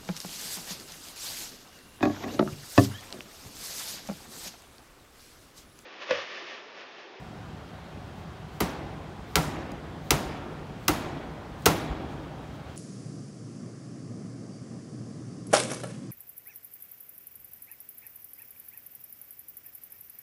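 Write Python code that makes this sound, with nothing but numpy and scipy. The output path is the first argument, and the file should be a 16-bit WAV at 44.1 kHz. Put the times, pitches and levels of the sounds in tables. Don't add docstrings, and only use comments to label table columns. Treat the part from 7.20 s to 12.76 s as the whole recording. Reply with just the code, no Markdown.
import sys
import numpy as np
from scipy import signal
from scipy.fft import rfft, irfft, next_fast_len
from scipy.io import wavfile
from scipy.ndimage import uniform_filter1d

SR = 44100
rng = np.random.default_rng(int(sys.argv[2]) if len(sys.argv) > 2 else 0)


def dump_mix(stems):
    frames = np.atleast_2d(stems).T
    limited = np.clip(frames, -1, 1)
    pcm = np.round(limited * 32767).astype(np.int16)
    wavfile.write(sys.argv[1], SR, pcm)


def level_to_linear(level):
    exponent = np.asarray(level, float) / 20
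    return 10 ** exponent


N = 245195


def unit(x):
    return x / np.sqrt(np.mean(x ** 2) + 1e-20)


def along(points, hz):
    point_hz, value = np.transpose(points)
    return np.interp(np.log(hz + 1), np.log(point_hz + 1), value)


def filtered(x, response):
    size = next_fast_len(len(x) + SR // 2)
    spectrum = rfft(x, size) * response(np.fft.rfftfreq(size, 1 / SR))
    return irfft(spectrum, size)[:len(x)]


def evened(x, size):
    z = rfft(x)
    return irfft(z / uniform_filter1d(np.abs(z), size=size), len(x))


def add(into, start_s, x):
    part = into[round(start_s * SR):][:len(x)]
    part += x[:len(part)]


def resonances(modes):
    def response(hz):
        total = 0
        for k, (mode_hz, width_hz, level_db) in enumerate(modes):
            damping = 1j * hz * width_hz
            total = total + (-1) ** k * level_to_linear(level_db) * damping / (mode_hz ** 2 - hz ** 2 + damping)
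        return total
    return response


def burst(rise_ms, t60_ms, size):
    ms = np.arange(size) * 1000 / SR
    return (1 - np.exp(-ms / rise_ms)) * level_to_linear(-60 * ms / t60_ms) * rng.standard_normal(size)


def boom(modes, push_ms):
    shove = np.pad(np.hanning(round(push_ms * SR / 1000)), (0, 16384))
    swing = filtered(shove, resonances(modes))
    return swing / np.abs(swing).max()


def blurred_noise(shape, bins, frames):
    field = uniform_filter1d(rng.standard_normal(shape), size=bins, axis=0)
    return unit(uniform_filter1d(field, size=frames, axis=1))


# hz, level_db (per Hz)
AIR = [(15, -56.5), (25, -22), (42, -8), (68, 0), (100, -2.5), (205, -6.5), (250, -10), (400, -13.5),
       (480, -16.5), (590, -14.5), (1510, -21.5), (2270, -27.5), (3500, -30), (12500, -51.5), (16500, -55)]
# hz, width_hz, level_db
DUCT = [(161.6, 16, -51.5), (748, 40, -57.5), (3210, 74, -70)]
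AIR_DB, PATCHY_AIR_DB = -42, 0.96


def ventilation():
    z = signal.stft(rng.standard_normal(N), nperseg=512)[2]
    patches = level_to_linear(PATCHY_AIR_DB * blurred_noise(z.shape, bins=5, frames=10))
    patchy = signal.istft(z * patches, nperseg=512)[1][:N]
    out = level_to_linear(AIR_DB) * unit(filtered(patchy, lambda hz: level_to_linear(along(AIR, hz))))
    for duct_hz, width_hz, level_db in DUCT:
        hum = filtered(rng.standard_normal(N), resonances([(duct_hz, width_hz, 0)]))
        out += level_to_linear(level_db) * unit(hum)
    return out


# peak_s, level_db, half_length_ms, top_hz
RUSTLES = [
    (.44, -80, 40, 12000),
    (.7, -78, 50, 12000),
    (.99, -68, 50, 16000),
    (4.92, -63, 41, 9000),
    (5.04, -71, 50, 11000),
    (5.26, -70, 60, 11000),
    (5.35, -66, 25, 14000),
    (5.51, -64, 34, 9000),
]
# hz, level_db (per Hz)
CLOTH = [(1500, -28), (4000, -4), (7000, -8), (11000, -11), (15500, -3), (20000, -20)]
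RELEASE_S, RELEASE_DB, RELEASE_RISE_MS, RELEASE_FALL_MS, RELEASE_HZ = .032, -63.5, 50, 36, 15500


def cloth():
    out = np.zeros(N)
    ms = np.arange(-SR // 5, SR // 5) * 1000 / SR
    swishes = [(s, db, half_ms, half_ms, top_hz) for s, db, half_ms, top_hz in RUSTLES]
    for blow_s, force_db, *_ in THROWS:
        swishes.append((blow_s - RELEASE_S, RELEASE_DB + force_db / 2,
                        RELEASE_RISE_MS, RELEASE_FALL_MS, RELEASE_HZ))
    for peak_s, level_db, rise_ms, fall_ms, top_hz in swishes:
        colour = lambda hz: level_to_linear(along(CLOTH, hz)) / (1 + (hz / top_hz) ** 4)
        fibres = unit(filtered(rng.standard_normal(len(ms)), colour))
        swell = np.exp(-(ms / np.where(ms < 0, rise_ms, fall_ms)) ** 2)
        add(out, peak_s - .2, level_to_linear(level_db) * swell * fibres)
    return out


# start_s, level_db (starting rms),
# tilt_db (brightness per octave)
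SNAPS = [(1.4012, -47, -1), (1.4041, -25, -4), (1.4049, -19, -1), (1.4057, -22, 0), (1.4074, -18, -1),
         (1.4083, -24, 1), (1.4218, -25, -4), (2.1565, -3.5, -2), (2.9071, -2, 0), (2.9092, -10, 0),
         (2.9140, -18, 1), (3.6807, -14, 1), (3.6817, -12, 0), (3.6825, -6.5, -1.5), (3.6850, -14, 0),
         (3.6915, -20, 2), (4.4576, -9, .5), (4.4594, -10, -.5), (4.4604, -10, -.5), (4.4624, -6, 1),
         (4.4634, -9.5, -6), (4.4660, -13, 0)]
# hz, level_db
SKIN = [(300, -30), (900, -9), (1500, -3), (2800, 0), (4600, -3), (6200, -1), (8500, -8), (12500, -5),
        (15800, -4), (20000, -30)]
SNAP_MS = 3.73
SIZZLE_DB, SIZZLE_PER_DB = -1.5, -.35
GRAZE_MS, GRAZE_DB = .45, -18


def slaps():
    out = np.zeros(N)
    lead = 64
    start_rms = np.sqrt(SNAP_MS * SR / 1000 / np.log(1e6))
    for start_s, level_db, tilt_db in SNAPS:
        sizzle_db = SIZZLE_DB + SIZZLE_PER_DB * (level_db + 8)

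        def colour(hz):
            tilt = tilt_db * np.log2((hz + 300) / 4000)
            return level_to_linear(along(SKIN, hz) + tilt + sizzle_db * (hz > 9000))

        graze = (start_s - GRAZE_MS / 1000, level_db + GRAZE_DB)
        for at_s, at_db in (graze, (start_s, level_db)):
            noise = np.pad(burst(0.1, SNAP_MS, size=960), (lead, 0))
            crack = filtered(evened(noise, size=16), colour)
            add(out, at_s - lead / SR, level_to_linear(at_db) * crack * start_rms / np.linalg.norm(crack))
    return out


# start_s, force_db, thud_db, squash_ms (time to squash), note_hz (fullest note)
THROWS = [
    (1.404, -4, -15.5, 3.4, 247),
    (2.156, 0, -13, 5.1, 495),
    (2.907, 0.5, -11.5, 1, 336),
    (3.682, 0, -13.5, 2.3, 320),
    (4.4584, 1, -8.5, 2.7, 490),
]
# hz, width_hz, level_db
BODY = [(151, 53, 0), (320, 55, -2.5), (403, 135, -5), (767, 126, -8), (943, 51, -0.5), (1350, 67, -1),
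        (2070, 100, -10)]
# hz, width_hz, level_db
BOOM = [(49.3, 22, 2), (72, 59, -3.5), (128, 10, 1)]
# hz, width_hz, level_db
SLUMP = [(157.5, 7.4, 4), (193, 14, -5.5)]
SETTLE_MS, SETTLE_PER_SQUASH = 17.6, 11.5
BOOM_DB, BOOM_GROWS = -23, 2.2
SLUMP_S, SLUMP_DB, SLUMP_PER_DOUBLING = 0.01943, -13.5, 2.9


def thuds():
    out = np.zeros(N)
    lead = 256
    for start_s, force_db, thud_db, squash_ms, note_hz in THROWS:
        settle_ms = SETTLE_MS + SETTLE_PER_SQUASH * squash_ms
        push = evened(np.pad(burst(squash_ms, settle_ms, size=7936), (lead, 0)), size=30)
        fullest = resonances([(note_hz, 90, 2)])
        knock = filtered(push, lambda hz: resonances(BODY)(hz) * (1 + fullest(hz)))
        add(out, start_s - lead / SR, level_to_linear(thud_db) * knock / np.abs(knock).max())
        boom_db = BOOM_DB + BOOM_GROWS * force_db
        add(out, start_s + 0.0044, level_to_linear(boom_db) * boom(BOOM, push_ms=10.2))
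        slump_db = thud_db + SLUMP_DB + SLUMP_PER_DOUBLING * np.log2(squash_ms / 2)
        add(out, start_s + SLUMP_S, level_to_linear(slump_db) * boom(SLUMP, push_ms=5.2))
    return out


def tail(decays, rise_ms, stretch=1, patchy_db=0):
    hz, t, z = signal.stft(rng.standard_normal(3 * SR // 2), SR, nperseg=256)
    clumps_db = patchy_db * blurred_noise(z.shape, bins=9, frames=4)
    t60_s = stretch * along(decays, hz)[:, None]
    h = signal.istft(z * level_to_linear(clumps_db - 60 * t / t60_s), SR, nperseg=256)[1]
    h = h * (1 - np.exp(-np.arange(len(h)) * 1000 / SR / rise_ms))
    return h / np.linalg.norm(h)


# delay_ms, level_db, top_hz
NEAR = [(2.55, -6.5, 30000), (9.5, -12, 24000), (6.9, -18, 9000), (13.2, -10, 4000), (17.5, -15, 4000),
        (23, -13, 2500), (30, -16, 2500)]
# hz, t60_s
HALL = [(60, 9.1), (160, 1.85), (400, 2.7), (1000, 1.83), (2500, 1.19), (5000, 0.61), (9000, 0.35),
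        (15000, 0.28)]
# hz, t60_s
BAY = [(100, 0.39), (1000, 0.42), (10000, 0.12)]
# hz, level_db (per Hz)
SPREAD = [(24, -30), (45, 6), (168, -4), (330, -4), (473, -6.5), (600, -4), (957, -4.5), (1400, -9),
          (3370, -15.5), (6900, -19.5), (7700, -21.5), (12200, -23.5), (15800, -27), (20000, -36)]
# hz, width_hz, level_db
STANDING = [(151.2, 3.7, 15.5), (188, 3.4, 9), (293, 84, 6.5), (828, 17, -3)]
CORNER_MS, HALL_MS = 7, 18
CORNER_DB, HALL_DB = 30.5, 15
STRETCH, STRETCH_PER_DB = 1.22, .025
TILT_DB, TILT_PER_OCTAVE = 0.05, 1.2
BASS_DB, BASS_PER_DOUBLING = 0.3, 1.6


def gym(blows):
    def copies(hz):
        total = 1
        for delay_ms, level_db, top_hz in NEAR:
            delayed = np.exp(-2j * np.pi * hz * delay_ms / 1000)
            total = total + level_to_linear(level_db) * delayed / (1 + 1j * hz / top_hz) ** 2
        return total

    out = filtered(blows, copies)
    lead = 64
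    for start_s, force_db, thud_db, squash_ms, note_hz in THROWS:
        corner = tail(BAY, CORNER_MS, patchy_db=1.5)
        corner = filtered(corner, lambda hz: level_to_linear(np.log2((hz + 500) / 4000)))
        hall = tail(HALL, HALL_MS, stretch=STRETCH + STRETCH_PER_DB * force_db, patchy_db=1.6)
        answer = level_to_linear(CORNER_DB + thud_db) * corner + level_to_linear(HALL_DB + force_db) * hall
        tilt_db = TILT_DB + TILT_PER_OCTAVE * np.log2(note_hz / 320)
        bass_db = BASS_DB + BASS_PER_DOUBLING * np.log2(squash_ms / 2)

        def colour(hz):
            slope_db = tilt_db * np.log2((hz + 500) / 2000) + bass_db / (1 + (hz / 250) ** 2)
            return level_to_linear(along(SPREAD, hz) + slope_db) * (1 + np.abs(resonances(STANDING)(hz)))

        level = np.linalg.norm(answer)
        even = evened(np.pad(answer, (lead, SR // 4)), size=60)[:len(answer)]
        add(out, start_s - lead / SR, level * filtered(even, colour))
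    return out


# start_s, peak_db, pitch_hz, width_hz, t60_ms
TICKS = [
    (2.5178, -39, 5130, 8000, 9.1),
    (4.422, -46, 6440, 6000, 16),
    (5.505, -65, 7060, 250, 80),
]


def seam_clicks():
    out = np.zeros(N)
    for start_s, peak_db, pitch_hz, width_hz, t60_ms in TICKS:
        seam = resonances([(pitch_hz, width_hz, 0)])
        tick = filtered(burst(.3, t60_ms, size=4096), lambda hz: seam(hz) ** 2 / (1 + 1j * hz / 9000))
        add(out, start_s, level_to_linear(peak_db) * tick / np.abs(tick).max())
    return out


# start_s, peak_db
HEELS = [
    (3.04, -29.5),
    (4.688, -22),
    (4.721, -43),
    (5.091, -47),
]


def heels():
    out = np.zeros(N)
    for start_s, peak_db in HEELS:
        add(out, start_s, level_to_linear(peak_db) * boom(BOOM, push_ms=17))
    return out


def scene():
    background = ventilation() + cloth() + seam_clicks() + heels()
    return (background + gym(slaps() + thuds()))[None]


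def roll_off(x):
    return signal.sosfilt(signal.butter(12, 17040, fs=SR, output="sos"), x)


TOP_HZ = 15800


def record(dry):
    heard = filtered(dry[0], lambda hz: (1j * hz / (27 + 1j * hz)) ** 4)
    heard = heard / (1 + np.abs(heard / .95) ** 4) ** (1 / 4)
    kept = filtered(heard, lambda hz: 1 / (1 + np.exp(np.clip((hz - TOP_HZ) / 30, -50, 50))))
    lost = heard - kept
    spill = filtered(lost, lambda hz: level_to_linear(-11 - 0.026 * np.abs(hz - TOP_HZ)))
    sudden = np.clip(uniform_filter1d(np.abs(lost), size=256) / .005 - 1, 0, 1)
    mix = (kept + sudden * spill)[None]
    return roll_off(mix)


dry = scene()
out = record(dry)
dump_mix(out)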